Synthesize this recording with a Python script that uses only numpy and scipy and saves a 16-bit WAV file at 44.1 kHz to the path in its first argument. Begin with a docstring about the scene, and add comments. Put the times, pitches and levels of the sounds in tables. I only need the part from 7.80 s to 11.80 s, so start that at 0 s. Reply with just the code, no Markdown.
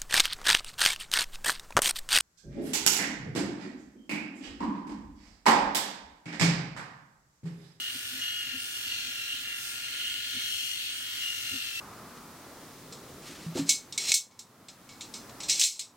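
"""In a small room, a rotary electric shaver is worked over a cheek, close to a hand-held camera.
A small gear on the motor drives the cutters: the gear teeth whine, sag in pitch under pressure
and throb once per cutter turn. The blades rasp in their caps, which ring and scrape on the skin.
The hand bumps the camera softly over a low room rumble."""
import sys
import numpy as np
from scipy import signal
from scipy.fft import rfft, irfft, next_fast_len
from scipy.io import wavfile
from scipy.ndimage import uniform_filter1d, map_coordinates

SR = 44100
rng = np.random.default_rng(int(sys.argv[2]) if len(sys.argv) > 2 else 0)


def transcribe(u):
    """Save the signal u as a 16-bit wav file named by the first command-line argument.

    u: samples, shape (n,) or (channels, n), limited to [-1, 1]; the rate is SR.
    q: integer samples, one column per channel.
    """
    v = np.clip(np.atleast_2d(u).T, -1, 1)
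    q = np.round(v * 32767).astype(np.int16)
    wavfile.write(sys.argv[1], SR, q)


N = 176400
MOTOR_TEETH, CUTTER_TEETH = 11, 30  # teeth on the motor's gear and on a cutter's gear


def cutter_turning():
    """The cutter's angle in radians; it turns more slowly when the shaver is pressed on."""
    # pitch of the main whine, twice the rate at which teeth meet (time [s], pitch [Hz])
    whine_hz = [(0, 2873), (.15, 2840), (.35, 2874), (.45, 2845), (.57, 2863), (.68, 2813), (.78, 2794),
                (.9, 2848), (1.0, 2804), (1.12, 2819), (1.2, 2791), (1.3, 2806), (1.42, 2757), (1.55, 2816),
                (1.7, 2788), (1.85, 2766), (1.97, 2827), (2.1, 2794), (2.27, 2840), (2.5, 2830),
                (2.75, 2818), (2.9, 2841), (3.03, 2875), (3.25, 2856), (3.42, 2833), (3.6, 2814),
                (3.8, 2790), (3.9, 2750), (4, 2664)]
    return 2 * np.pi * np.cumsum(curve(whine_hz) + 1.53 * wobble(18)) / (2 * CUTTER_TEETH * SR)


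def gear_whine(cutter):
    """Meeting teeth whine; firm contact makes the whine loud and steadies its throb."""
    # the clear part of the whine (time [s], relative level [dB])
    whine_db = [(0, -44), (.08, -42), (.15, -51), (.398, -55.5), (.42, -38), (.52, -42.5), (.61, -38),
                (.645, -45), (.77, -44), (.91, -53), (.97, -47), (1.03, -50.5), (1.12, -41.5), (1.28, -53),
                (1.41, -44.5), (1.47, -48.5), (1.52, -39), (1.6, -56), (1.7, -42), (1.78, -46.5),
                (1.88, -60), (2.06, -50.5), (2.15, -55), (2.26, -43), (2.5, -54.5), (2.8, -45.5),
                (3.05, -51.5), (3.38, -56), (3.43, -40), (3.49, -36.5), (3.63, -50.5), (3.69, -40.5),
                (3.91, -49.5), (4, -40.5)]
    level = curve(whine_db)
    loose = np.interp(level, [-41.5, -37], [1, .45])
    clear = tone(cutter, 2 * CUTTER_TEETH, blur=.06, flutter_db=.7, drift=.1, pan_db=1.5, lead=-.7)
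    blurred = tone(cutter, 2 * CUTTER_TEETH, blur=.25, flutter_db=3, drift=.17, pan_db=2.5, lead=1.87)
    whine = amp(level + 3.5) * clear + amp(-46) * blurred
    return whine * throb(cutter, depth_db=3.6 * loose, rough_db=2 * loose)


def cap_tone(cutter):
    """The caps over the blades sing their own note, 69 cycles per cutter turn."""
    # the note's strength (time [s], level [dB])
    note_db = [(.38, -55), (.43, -39), (.6, -41.5), (.7, -53), (1.2, -49), (1.5, -54), (2.4, -48.5),
               (2.8, -40.5), (3.1, -50), (3.3, -46), (4, -56)]
    note = tone(cutter, 69, blur=.08, flutter_db=1, drift=.2, lead=-.5)
    return amp(curve(note_db)) * throb(cutter, depth_db=1.5, rough_db=1.2) * note


def gear_tones(cutter):
    """Weaker gear tones, each locked to the turning of the cutter."""
    # low tones (cycles per turn), (level [dB]), and their shared swell (time [s], gain [dB])
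    low_cycles = [30, 30.69, 31]
    low_db = [-60, -59.5, -64]
    swell_db = [(0, -1), (1.05, 0.5), (1.5, -3), (1.92, 2), (2.7, 0), (2.87, -13), (3.3, -4), (4, -1)]
    # steady tones (cycles per turn), (level [dB])
    steady_cycles = [35.45, 43.6, 120, 150]
    steady_db = [-62, -64, -63.5, -64]
    # two buzzes that trade places as the grip changes (cycles per turn), each (time [s], level [dB])
    buzz_cycles = [39, 46]
    buzz_db = [
        [(.7, -58), (1.4, -63), (2.5, -58), (3, -70), (3.3, -57), (4, -60)],
        [(0, -69), (.5, -59), (1.4, -67), (1.8, -61), (2.65, -53.5), (2.9, -62.5), (3.4, -55.5), (4, -60)],
    ]
    # two rougher, chattering tones (cycles per turn), both (time [s], level [dB])
    chatter_cycles = [90, 92]
    chatter_db = [(.25, -61), (.45, -52), (.85, -58), (1.2, -49.5), (1.7, -59), (2.4, -49), (2.85, -47.5),
                  (3.25, -58), (4, -55)]
    notes = [(cycles, db + curve(swell_db)) for cycles, db in zip(low_cycles, low_db)]
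    notes += [*zip(steady_cycles, steady_db), *zip(buzz_cycles, map(curve, buzz_db))]
    out = np.zeros((2, N))
    for cycles, db in notes:
        note = tone(cutter, cycles, blur=.1, flutter_db=2, drift=.35, lead=-.4)
        out += amp(db) * throb(cutter, depth_db=.7, rough_db=2) * note
    for cycles in chatter_cycles:
        chatter = tone(cutter, cycles, blur=.22, flutter_db=2, drift=.4, lead=-.4)
        out += amp(curve(chatter_db)) * throb(cutter, depth_db=.7, rough_db=3) * chatter
    return out


def blade_rasp(cutter):
    """Rubbing blades and rattling gears make noise in a low, a middle and a high band."""
    # each band's strength (time [s], relative level [dB])
    low_db = [(0, -49.5), (.56, -46.5), (.7, -49), (1.41, -47), (2.57, -47.5), (3.01, -49.5), (3.3, -46.5),
              (4, -48)]
    mid_db = [(0, -44), (.45, -43), (.92, -45), (1.12, -40.5), (1.54, -43), (1.89, -46), (2.1, -42.5),
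              (2.27, -41), (2.42, -41.5), (2.78, -40.5), (2.96, -43), (3.08, -39.5), (3.2, -44),
              (3.42, -41.5), (3.59, -42), (3.74, -40.5), (4, -41.5)]
    high_db = [(0, -45), (.65, -46.5), (.81, -44.5), (1.27, -45.5), (1.57, -47), (1.87, -43.5), (2.38, -48),
               (2.75, -43.5), (3.12, -46.5), (3.78, -42.5), (4, -45.5)]
    # each band's tone colour (frequency [Hz], relative level [dB])
    low_colour = [(400, -21), (900, -19), (1230, -12.5), (1420, -3.5), (1530, -5.5), (1650, 0), (1830, 2),
                  (2080, -2), (2500, 0.5), (2800, -7.5), (3500, -55)]
    mid_colour = [(1900, -39), (2450, -7), (2700, -1.5), (3480, -1.5), (3900, -4), (4270, -2), (4500, -3.5),
                  (4750, -9), (5200, -23), (6500, -67)]
    high_colour = [(3800, -17), (4900, 1), (5550, 3), (6800, -1.5), (7600, 1), (8100, -3), (8800, -0.5),
                   (9500, -7), (10000, -3.5), (10700, -8), (11600, -4.5), (12800, -3.5), (15700, -6)]
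    low = rasp(cutter, low_db, low_colour, throb_db=1, beat_db=.93, repeats=(.43, .44))
    mid = rasp(cutter, mid_db, mid_colour, gain_db=2, throb_db=-.1, beat_db=.8, repeats=(.31, .44))
    high = rasp(cutter, high_db, high_colour, gain_db=2, throb_db=.7, beat_db=.72, repeats=(.31, .41))
    return low + mid + high


def cap_ringing(cutter):
    """The caps ring near 3 kHz as they bite stubble, zing between strokes, and have a thin top ring."""
    # strength of the bite, the zing and the top ring (time [s], level [dB])
    bite_db = [(0, -42), (.2, -48), (.39, -44), (.45, -45), (.6, -42), (.72, -44.5), (.9, -48), (1.15, -46),
               (1.55, -40), (1.88, -51), (2.12, -42.5), (2.27, -38), (2.45, -41.5), (2.82, -38),
               (2.97, -42), (3.06, -39.5), (3.14, -45), (3.22, -42), (3.42, -41.5), (3.62, -46), (4, -45)]
    zing_db = [(0, -59), (.16, -47), (.3, -48), (.42, -60), (.75, -59), (.83, -45.5), (.93, -48.5),
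               (1.06, -60), (1.6, -57), (1.9, -49), (2.22, -55), (2.75, -47.5), (3.1, -50), (3.55, -57.5),
               (4, -53)]
    top_db = [(0, -67), (.15, -50.5), (.58, -52), (.8, -62), (1.05, -51.5), (1.4, -62), (1.8, -52),
              (2.35, -60), (2.6, -51), (2.82, -48), (3.0, -55), (4, -55)]
    # tone colour of the bite (frequency [Hz], relative level [dB])
    bite_colour = [(2600, -66), (2780, -10), (2930, -6), (3100, -1), (3260, -3.5), (3380, -8.5),
                   (3700, -25)]
    zing = rasp(cutter, zing_db, resonance(hz=8730, width_hz=860))
    top = rasp(cutter, top_db, resonance(hz=11750, width_hz=1060))
    return zing + top + rasp(cutter, bite_db, bite_colour)


def skin_scrape(cutter):
    """Pressing the shaver on the skin brings out a bright scrape, louder on the left."""
    # how hard it presses (time [s], relative level [dB])
    press_db = [(.25, -3.5), (.42, 5.5), (.65, 1), (.95, -2.5), (1.15, 5.5), (1.4, 4), (1.6, 1),
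                (2.05, 0.5), (2.4, 2), (2.8, 8.5), (3.05, 3), (3.2, -2), (3.45, 3.5), (4, 1)]
    # tone colour of the scrape (frequency [Hz], relative level [dB])
    colour = [(3500, -53), (5050, -10), (5580, 6), (5950, 1), (6300, 3), (7400, -4), (10000, -31)]
    return rasp(cutter, press_db, colour, gain_db=-53) * amp([[3], [-5]])


def hand_bumps():
    """The hand bumps the camera: each dull thud sets the camera body humming."""
    # soft bumps (time [s], half length [s], relative level [dB])
    bumps = [(0.161, 0.0094, -50.5), (0.362, 0.03, -50.5), (.68, 0.01, -52.5), (0.753, 0.022, -49),
             (1.11, 0.05, -60.5), (1.283, 0.048, -57.5), (2.565, .02, -47.5), (3.747, 0.022, -43.5)]
    # tone colour of a thud (frequency [Hz], relative level [dB])
    colour = [(30, -48), (60, -18), (102, -6), (175, -18), (228, -10.5), (260, -2.5), (295, -13),
              (545, -23), (1200, -65)]
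    body_hz = 260
    t = np.arange(N) / SR
    grip = sum(amp(db) * np.exp(-.5 * ((t - when) / half) ** 2) for when, half, db in bumps)
    angle = 2 * np.pi * body_hz * t + .5 * wobble(60)
    hum = unit(np.real(microphones(body_hz) * np.exp(1j * angle)))
    thud = spread(rng.standard_normal((2, N)), colour)
    return grip * (.65 * thud + .67 * hum)


def room_rumble():
    """A low, steady noise fills the room."""
    # tone colour of the rumble (frequency [Hz], relative level [dB])
    colour = [(35, -46), (55, -15.5), (100, 0), (130, -4.5), (190, -18), (260, -1.5), (310, -10),
              (370, -10), (900, -22), (2000, -30.5)]
    return amp(-60.5) * spread(rng.standard_normal((2, N)), colour)


def tone(cutter, cycles, blur, flutter_db, drift, pan_db=0, lead=0):
    """A tone of so many cycles per turn, wavering as the shaver moves; blur, drift, lead in radians."""
    hz = cycles * np.mean(np.diff(cutter)) * SR / (2 * np.pi)
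    angle = cycles * cutter + blur * wobble(70) + rng.uniform(0, 2 * np.pi)
    paths = []
    for side in (.5, -.5):  # left, right
        gain = amp(side * pan_db + flutter_db * wobble(11))
        phase = drift * wobble(3.97) - side * lead
        paths.append(gain * np.exp(1j * phase))
    return unit(np.real(microphones(hz) * np.array(paths) * np.exp(1j * angle)))


def throb(cutter, depth_db, rough_db):
    """A gain that swells unevenly once per cutter turn."""
    return unit(amp(depth_db * np.cos(cutter + .8 * wobble(20)) + rough_db * wobble(260)))


def rasp(cutter, level, colour, gain_db=0, throb_db=.5, beat_db=.42, repeats=(.35, .45)):
    """Rubbing noise that pulses with cutter and motor; part of it repeats on every turn of each."""
    motor = cutter * CUTTER_TEETH / MOTOR_TEETH
    beats = np.cos(4 * cutter) + np.cos(motor) + .62 * np.cos(2 * motor) + wobble(400)
    pulse_db = throb_db * np.cos(cutter) + beat_db * beats
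    motor_share, cutter_share = repeats
    noise = rng.standard_normal((2, N))
    noise += motor_share * rough_surface(motor, spots=320)
    noise += cutter_share * rough_surface(cutter, spots=880)
    return amp(curve(level) + gain_db + .9 * wobble(12)) * spread(noise * amp(pulse_db), colour)


def rough_surface(angle, spots):
    """A turning part rubs over the same random rough spots on every turn."""
    place = angle / (2 * np.pi) * spots
    surfaces = rng.standard_normal((2, spots))
    return unit(np.array([map_coordinates(s, [place], mode="grid-wrap") for s in surfaces]))


def reflections(x, depth_db):
    """Sound bouncing off face and hand makes narrow bands swell and fade as the shaver moves."""
    bands = signal.stft(x, nperseg=1024)[2]
    swell = uniform_filter1d(rng.standard_normal(bands.shape), size=4, axis=1)  # smooth over frequency
    swell = uniform_filter1d(swell, size=18, axis=2)  # and over time
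    return signal.istft(bands * unit(amp(depth_db * unit(swell))), nperseg=1024)[1][:, :N]


def spread(pair, colour):
    """Give two unrelated noises a tone colour and share them between the microphones, at strength 1."""
    # how alike left and right are (frequency [Hz], likeness [0 to 1])
    likeness = [(100, 1), (260, 0.84), (600, 0.37), (1800, 0.5), (2300, .2), (3000, 0.56), (3500, 0.23),
                (6000, 0.1), (12000, 0.13)]

    def gains(hz):
        blend = np.arccos(np.clip(along(likeness, hz), -1, 1)) / 2
        return amp(along(colour, hz)) * [np.cos(blend), np.sin(blend)]

    middle, side = filtered(pair, gains)
    return unit(filtered(np.array([middle + side, middle - side]), microphones))


def microphones(hz):
    """How strongly and how early a frequency reaches the left and right microphone."""
    # which side is louder (frequency [Hz], left minus right [dB])
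    balance = [(100, 0.8), (260, 3), (600, -0.3), (1400, 5), (2000, 4), (2800, .8), (3600, -1.3),
               (8800, 1.5), (12000, -1.5)]
    # how far the right side's wave is ahead (frequency [Hz], phase [radians])
    right_leads = [(600, -0.1), (1400, 0.99), (2400, 0.92), (3500, 3), (4500, 2), (5500, 0), (12000, -1)]
    side = np.array([[.5], [-.5]])
    return amp(side * along(balance, hz)) * np.exp(-1j * side * along(right_leads, hz))


def resonance(hz, width_hz):
    """The tone colour of one ringing peak, as rows of (frequency [Hz], level [dB])."""
    f = np.geomspace(20, SR / 2, 600)
    return np.transpose([f, -20 * np.log10(1 + (2 * (f - hz) / width_hz) ** 2)])


def amp(db):
    """Turn decibels into a gain."""
    return 10 ** (np.asarray(db) / 20)


def unit(x):
    """Scale a signal to an average strength (rms) of 1."""
    return x / np.sqrt(np.mean(x ** 2) + 1e-20)


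def along(points, hz):
    """Read (frequency [Hz], value) rows at hz, with octaves evenly spaced."""
    f, values = np.transpose(points)
    return np.interp(np.log(hz + 1), np.log(f + 1), values)


def curve(rows):
    """Read (time [s], value) rows at every sample."""
    return np.interp(np.arange(N) / SR, *np.transpose(rows))


def wobble(rate):
    """A smooth curve through `rate` random values a second."""
    return map_coordinates(rng.standard_normal(int(N * rate / SR) + 4), [np.arange(N) * rate / SR])


def filtered(x, response):
    """Scale each frequency in x by response(hz)."""
    size = next_fast_len(N + SR // 2)
    return irfft(rfft(x, size) * response(np.fft.rfftfreq(size, 1 / SR)), size)[..., :N]


def scene():
    """One turning cutter drives every part of the shaver; bumps and rumble lie beneath."""
    # where the shaver sits between the microphones (time [s], left minus right [dB])
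    pan_db = [(0, .6), (1.7, -1), (2.8, 2), (3.3, 0.4), (4, .5)]
    cutter = cutter_turning()
    tones = gear_whine(cutter) + cap_tone(cutter) + gear_tones(cutter)
    rubbing = blade_rasp(cutter) + cap_ringing(cutter) + skin_scrape(cutter)
    shaver = tones + reflections(rubbing, depth_db=2.03)
    pan = amp(np.outer([.5, -.5], curve(pan_db)))
    return shaver * pan + room_rumble() + hand_bumps()


def record(dry):
    """The camera cuts off the very highest treble."""
    return filtered(dry, lambda hz: hz < 15850)


dry = scene()
out = record(dry)
transcribe(out)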